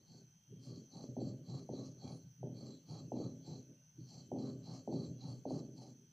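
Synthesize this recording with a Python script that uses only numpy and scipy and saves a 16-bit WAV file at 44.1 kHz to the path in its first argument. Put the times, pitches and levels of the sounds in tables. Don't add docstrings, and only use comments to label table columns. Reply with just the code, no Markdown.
import sys
import numpy as np
from scipy import signal
from scipy.fft import rfft, irfft, next_fast_len
from scipy.io import wavfile
from scipy.ndimage import uniform_filter1d, map_coordinates

SR = 44100
rng = np.random.default_rng(int(sys.argv[2]) if len(sys.argv) > 2 else 0)


def to_linear_factor(level_db):
    exponent = np.asarray(level_db, float) / 20
    return 10 ** exponent


def waveform_to_disk(signal):
    frames = np.transpose(np.atleast_2d(signal))
    scaled = np.clip(frames, -1, 1) * 32767
    samples = np.round(scaled).astype(np.int16)
    wavfile.write(sys.argv[1], SR, samples)


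N = 269892

# f/Hz, width/Hz, level/dB
FLOOR_MODES = [(124.1, 12.1, 2), (136.8, 18.7, -3.5), (160, 8, -0.5), (187.7, 12.3, -11.5)]
# f/Hz, width/Hz, level/dB
BOWL_MODES = [(224.3, 22.4, -2.5), (265, 11.3, 1), (311.4, 19.5, -6), (344.8, 16, -9.5), (397.4, 28, -8)]
# t/s, peak level/dB, thud level/dB
LANDINGS = [
    (1.166, -37.5, 8),
    (1.69, -36.5, 3),
    (2.429, -38, 4),
    (3.118, -30.5, -22),
    (4.316, -32.5, 0),
    (4.875, -33, 3.5),
    (5.453, -32, -7),
]
# full speed at t/s, held/s, scrape level/dB, grating level/dB, drag level/dB
STROKES = [(0.004, 0.026, -85.5, -112.5, -93.0), (0.085, 0.102, -72.5, -78.5, -93.5),
           (0.637, 0.139, -69.0, -79.5, -81.5), (0.933, 0.1, -67.0, -65.5, -77.5),
           (1.206, 0.089, -68.0, -96.0, -81.5), (1.484, 0.104, -66.0, -66.5, -74.5),
           (1.743, 0.118, -67.0, -72.5, -75.0), (2.016, 0.113, -66.5, -63.5, -75.5),
           (2.207, 0.046, -85.0, -90.0, -101.5), (2.572, 0.169, -68.0, -76.0, -80.5),
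           (2.89, 0.104, -66.0, -65.5, -74.5), (3.169, 0.095, -67.5, -67.5, -73.5),
           (3.457, 0.104, -67.0, -66.5, -83.0), (4.005, 0.118, -79.5, -109.5, -95.0),
           (4.096, 0.104, -66.5, -72.0, -85.5), (4.396, 0.105, -67.5, -74.0, -73.5),
           (4.658, 0.112, -65.0, -65.0, -73.5), (4.932, 0.116, -65.0, -78.0, -76.5),
           (5.213, 0.111, -66.0, -65.5, -77.0), (5.491, 0.101, -67.0, -65.0, -74.5),
           (5.778, 0.087, -69.5, -66.5, -84.0)]


def unit(x):
    return x / np.sqrt(np.mean(x ** 2) + 1e-30)


def wobble(rate):
    knots = rng.standard_normal(int(N * rate / SR) + 4)
    return map_coordinates(knots, [np.arange(N) * rate / SR])


def filtered(x, response):
    m = next_fast_len(N + SR // 2)
    return irfft(rfft(x, m) * response(np.fft.rfftfreq(m, 1 / SR)), m)[..., :N]


def ringing(x, modes, low_hz, high_hz):
    def response(f):
        peaks = 0
        for k, (hz, width, db) in enumerate(modes):
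            damping = 1j * f * width
            peaks = peaks + (-1) ** k * to_linear_factor(db) * damping / (hz * hz - f * f + damping)
        up = 1j * f / high_hz
        down = low_hz / (1j * f + 1e-9)
        return peaks / ((1 + 1.12 * up + up * up) ** 2 * (1 + 1.005 * down + down * down))
    return filtered(x, response)


def noise(spectrum):
    f, db = np.transpose(spectrum)
    colour = lambda hz: to_linear_factor(np.interp(np.log(hz + 1), np.log(f), db))
    return unit(filtered(rng.standard_normal(N), colour))


def grit(rate, spread_db, smooth):
    crushed = rng.random(N) < rate / SR
    size = to_linear_factor(spread_db * rng.exponential(size=N))
    grains = crushed * rng.standard_normal(N) * size
    return unit(grains) + smooth * rng.standard_normal(N)


def steady(x, seconds):
    width = int(seconds * SR)
    power = uniform_filter1d(uniform_filter1d(x * x, size=width), size=width)
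    return unit(x / np.sqrt(np.abs(power) + 0.024 * np.mean(x * x)))


def swell(starts, holds, levels_db, lag, share, rise, fall):
    t = np.arange(0, N + 64, 64) / SR
    since = t - np.c_[starts] - lag
    rising_db = rise * since
    falling_db = fall * (share * np.c_[holds] - since)
    shape_db = np.minimum(0, np.minimum(rising_db, falling_db))
    power = np.sum(to_linear_factor(np.c_[levels_db] + shape_db) ** 2, axis=0)
    return np.interp(np.arange(N) / SR, t, power)


def room():
    # f/Hz, level/dB per Hz
    whine_band = [(2710, -48), (4600, -25), (5280, -28), (5370, -17), (5700, -8.5), (5940, 0), (6100, 3),
                  (6400, -5), (6640, -32), (7300, -41), (9490, -60), (16100, -120)]
    # f/Hz, level/dB per Hz
    hum_band = [(15, -44), (25, -13), (48, -16), (167, 1), (335, -21), (519, -25.5), (876, -24),
                (1040, -28.5), (1550, -27), (1960, -27.5), (2970, -29), (3540, -30.5), (4600, -29.5),
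                (5980, -58), (10100, -120)]
    # f/Hz, level/dB per Hz
    hiss_band = [(4120, -31), (7000, -3.5), (7580, -5), (9290, -9), (12100, -6), (13800, -8.5),
                 (14700, -1.5), (15500, -2.5)]
    # f/Hz, width/Hz, level/dB
    motor_lines = [(160, 18, -75), (1527, 10, -96), (2583, 10, -100), (2776, 12, -98), (3022, 8, -101),
                   (3071, 8, -98), (3119, 8, -101), (3168, 8, -97), (3217, 8, -95), (3350, 16, -97),
                   (6160, 10, -90), (15200, 30, -98)]

    whine = to_linear_factor(-73 + 0.8 * wobble(60) + 1.8 * wobble(2.91)) * noise(whine_band)
    lines = 0
    for hz, width, db in motor_lines:
        line = unit(ringing(rng.standard_normal(N), [(hz, width, 0)], hz * 0.9, hz * 0.91))
        lines = lines + to_linear_factor(db + 3.5 * wobble(4)) * line
    return whine + lines + to_linear_factor(-75) * noise(hum_band) + to_linear_factor(-84.5) * noise(hiss_band)


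def rumble():
    # f/Hz, width/Hz, level/dB
    wall_modes = [(499, 13, 2.5), (530.3, 39, -5.5), (580, 25, 0.5), (641, 27, -8)]
    # f/Hz, width/Hz, level/dB
    grate_modes = [(717, 42, -0.5), (780, 38.5, 0.5), (877, 50, -2)]
    # bowl level/dB, floor level/dB, held/s
    shudders = [
        (-47.0, -52.5, 0.075),
        (-49.0, -52.0, 0.077),
        (-49.5, -52.0, 0.039),
        (-43.5, -51.5, 0.066),
        (-43.5, -51.0, 0.125),
        (-42.5, -54.5, 0.095),
        (-46.5, -57.5, 0.133),
    ]
    # t/s, held/s, floor level/dB, bowl level/dB
    rocks = [(-0.029, 0.0, -61.5, -62.0), (0.108, 0.108, -63.0, -65.5), (0.233, 0.003, -66.0, -82.0),
             (0.507, 0.131, -54.5, -64.5), (0.675, 0.133, -51.0, -55.5), (0.943, 0.145, -54.5, -57.5),
             (1.091, 0.012, -49.5, -53.0), (1.249, 0.057, -45.5, -50.5), (1.488, 0.14, -46.5, -55.0),
             (1.78, 0.055, -69.5, -51.0), (2.038, 0.124, -47.5, -56.0), (2.241, 0.005, -54.5, -73.0),
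             (2.406, 0.178, -51.0, -68.0), (2.628, 0.106, -56.0, -54.0), (2.895, 0.119, -50.0, -58.0),
             (3.013, 0.082, -52.5, -59.5), (3.243, 0.076, -48.5, -55.0), (3.48, 0.115, -49.5, -55.5),
             (3.698, 0.0, -59.5, -58.5), (3.984, 0.08, -53.5, -64.5), (4.12, 0.248, -59.0, -64.0),
             (4.454, 0.066, -57.5, -50.5), (4.674, 0.124, -51.5, -57.0), (4.936, 0.043, -41.5, -50.0),
             (5.077, 0.001, -44.5, -55.5), (5.238, 0.121, -45.5, -56.0), (5.527, 0.021, -44.0, -48.5),
             (5.752, 0.173, -59.5, -61.0), (5.867, 0.092, -62.5, -68.5), (5.988, 0.059, -91.5, -70.0)]

    slid, slides, _, grate_db, _ = np.transpose(STROKES)
    rocked, leans, weight_db, jolt_db = np.transpose(rocks)
    landed = np.transpose(LANDINGS)[0]
    shake_db, thump_db, lasts = np.transpose(shudders)
    wall_db = jolt_db + 0.7 * (jolt_db + 55) - 12

    thrum_gain = np.sqrt(
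        swell(rocked, leans, weight_db, lag=.009, share=.455, rise=556, fall=140)
        + swell(landed, lasts, thump_db, lag=.012, share=1.69, rise=900, fall=52))
    bowl_gain = np.sqrt(
        swell(rocked, leans, jolt_db, lag=0, share=1, rise=710, fall=199)
        + swell(landed, lasts, shake_db, lag=.011, share=.77, rise=1500, fall=76))
    wall_gain = np.sqrt(
        swell(rocked, leans, wall_db, lag=.003, share=.4, rise=402, fall=115)
        + swell(landed, lasts, shake_db - 8.5, lag=.011, share=.09, rise=2500, fall=83)
        + swell(slid, slides, grate_db - 2, lag=.046, share=.9, rise=455, fall=305))
    grate_gain = np.sqrt(
        swell(slid, slides, grate_db, lag=.017, share=.71, rise=480, fall=246)
        + swell(landed, lasts, shake_db - 17.5, lag=.011, share=.59, rise=2500, fall=130))

    jolts = grit(rate=420, spread_db=2.0, smooth=0.79)
    thrum = thrum_gain * to_linear_factor(1.0) * steady(ringing(jolts, FLOOR_MODES, low_hz=87, high_hz=340), 0.073)
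    bowl = bowl_gain * to_linear_factor(0.5) * steady(ringing(jolts, BOWL_MODES, low_hz=167, high_hz=520), 0.042)
    wall = wall_gain * to_linear_factor(0.5) * steady(ringing(jolts, wall_modes, low_hz=413, high_hz=840), 0.053)
    grate = grate_gain * to_linear_factor(0.5) * steady(ringing(jolts, grate_modes, low_hz=603, high_hz=1010), 0.029)
    deep = thrum_gain * to_linear_factor(-36) * noise([(15, -11), (28, 2), (60, -3), (90, -27.5)])
    return thrum + bowl + wall + grate + deep


def scrape():
    # f/Hz, width/Hz, level/dB
    pestle_modes = [(2218, 13.3, -16.5), (2390, 54, -16.5), (2960, 41, -37), (3270, 22, -7),
                    (4057, 56.3, 4.5), (4420, 360, -5.5), (4451, 94.6, 7.5), (2930, 1440, -24.5),
                    (4760, 300, -8), (5330, 360, -11.5), (5960, 630, -11)]
    # f/Hz, width/Hz, level/dB
    rim_modes = [(6625, 50, 0), (7000, 60, -11), (7492, 35, 0), (9067, 30, -17), (9450, 65, -18),
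                 (9980, 50, -20)]
    # f/Hz, width/Hz, level/dB
    drag_modes = [(1123, 150, 7), (1316, 58, 0)]

    s, hold, scrape_db, _, drag_db = np.transpose(STROKES)
    tip_gain = np.sqrt(swell(s, hold, scrape_db, lag=0, share=1, rise=490, fall=227))
    rim_gain = np.sqrt(swell(s, hold, scrape_db - 17, lag=.017, share=.84, rise=333, fall=119))
    drag_gain = np.sqrt(swell(s, hold, drag_db, lag=.052, share=.5, rise=202, fall=251))

    fine = grit(rate=2500, spread_db=2.2, smooth=0.8) * to_linear_factor(2.5 * wobble(40))
    tip = 0
    for part in (pestle_modes[:4], pestle_modes[4:5], pestle_modes[5:7], pestle_modes[7:]):
        tip = tip + ringing(fine * to_linear_factor(3 * wobble(14)), part, low_hz=900, high_hz=11000)
    rim = 0
    for part in (rim_modes[:2], rim_modes[2:3], rim_modes[3:]):
        rim = rim + ringing(fine * to_linear_factor(4.9 * wobble(10)), part, low_hz=5450, high_hz=11000)
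    drag = ringing(fine, drag_modes, low_hz=846, high_hz=1750)
    return (tip_gain * to_linear_factor(2.0) * steady(tip, 0.032)
            + rim_gain * to_linear_factor(7.5) * steady(rim, 0.12)
            + drag_gain * to_linear_factor(1.5) * steady(drag, 0.032))


def thock(hz, rise, fall, sag):
    cycles = hz * (np.arange(SR // 25) / SR - 1 / 100)
    turns = cycles / (1 + sag * np.clip(cycles, 0, None)) ** 0.5
    envelope = np.exp(-(cycles / np.where(cycles < 0, rise, fall)) ** 2)
    return np.cos(2 * np.pi * turns) * envelope


def knocks():
    # t/s, peak level/dB, f/Hz, thud level/dB, ring/cycles
    bounces = [(0.936, -68, 487, -6, 0.6), (1.04, -41, 416, -2, 0.48), (1.216, -36.5, 415, 8.5, 0.47),
               (1.735, -38.5, 401, 5, 0.76), (2.041, -50, 401, 13, 0.6), (2.47, -45.5, 514, -5, 1),
               (2.609, -51, 428, -5, 0.5), (3.165, -42.5, 666, 6, 1), (3.2, -35, 422, -11, 0.6),
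               (3.212, -40, 423, -5, 0.49), (4.36, -39, 557, -11, 0.97), (4.925, -38, 587, 4, 0.73),
               (5.506, -35, 624, -10, 0.78), (5.514, -36, 407, -4, 0.6)]
    # t/s, peak level/dB, f/Hz
    touches = [
        (0.523, -55, 403),
        (3.985, -53.5, 320),
    ]

    contacts, thuds = np.zeros(N + SR), np.zeros(N)

    def add(start, contact):
        contacts[round(start * SR):][:SR // 25] += contact

    for s, db, thud_db in LANDINGS:
        add(s - .0072, to_linear_factor(db - 1.5) * thock(hz=692, rise=0.93, fall=1.2, sag=0.28))
        add(s + .0008, to_linear_factor(db - 4.5) * thock(hz=410, rise=0.54, fall=1.0, sag=0.15))
        thuds[round(s * SR)] = to_linear_factor(db + thud_db)
    for s, db, hz, thud_db, ring in bounces:
        add(s - .0075, to_linear_factor(db + 3.5) * thock(hz, rise=0.51, fall=max(ring, 0.3), sag=0.35))
        thuds[round(s * SR)] = to_linear_factor(db + thud_db)
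    for s, db, hz in touches:
        add(s - .004, to_linear_factor(db + 3.0) * thock(hz, rise=2.1, fall=4.1, sag=0.0076))
    bowl = to_linear_factor(38.5) * ringing(thuds, BOWL_MODES, low_hz=153, high_hz=610)
    floor = to_linear_factor(36) * ringing(thuds, FLOOR_MODES, low_hz=75.4, high_hz=283)
    return contacts[:N] + bowl + floor


def scene():
    heavy = filtered(rumble() + knocks(), lambda hz: 1 / (1 + (hz / 1030) ** 10))
    return np.tile(heavy + scrape() + room(), (2, 1))


def low_pass(x):
    return signal.sosfilt(signal.butter(12, 15680, fs=SR, output="sos"), x)


def record(dry):
    # f/Hz, level/dB per Hz
    port_noise = [(15, -38), (25, -19), (59, -19), (101, -22), (178, -27), (359, -12.5), (523, -12.5),
                  (1800, -18.5), (5880, -12.5), (7910, -23.5), (15500, -21.5)]

    share = wobble(62) * dry[0]
    deep = to_linear_factor(-36.5 + 13 * wobble(13)) * filtered(share, lambda hz: 1 / (1 + (hz / 115) ** 8))
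    bright = to_linear_factor(-20.5) * filtered(share, lambda hz: 1 - 1 / (1 + (hz / 750) ** 6))
    side = to_linear_factor(-82.5) * noise(port_noise) + deep + bright
    mix = filtered(dry + [side, -side], lambda hz: hz < 15500)
    return low_pass(mix)


dry = scene()
out = record(dry)
waveform_to_disk(out)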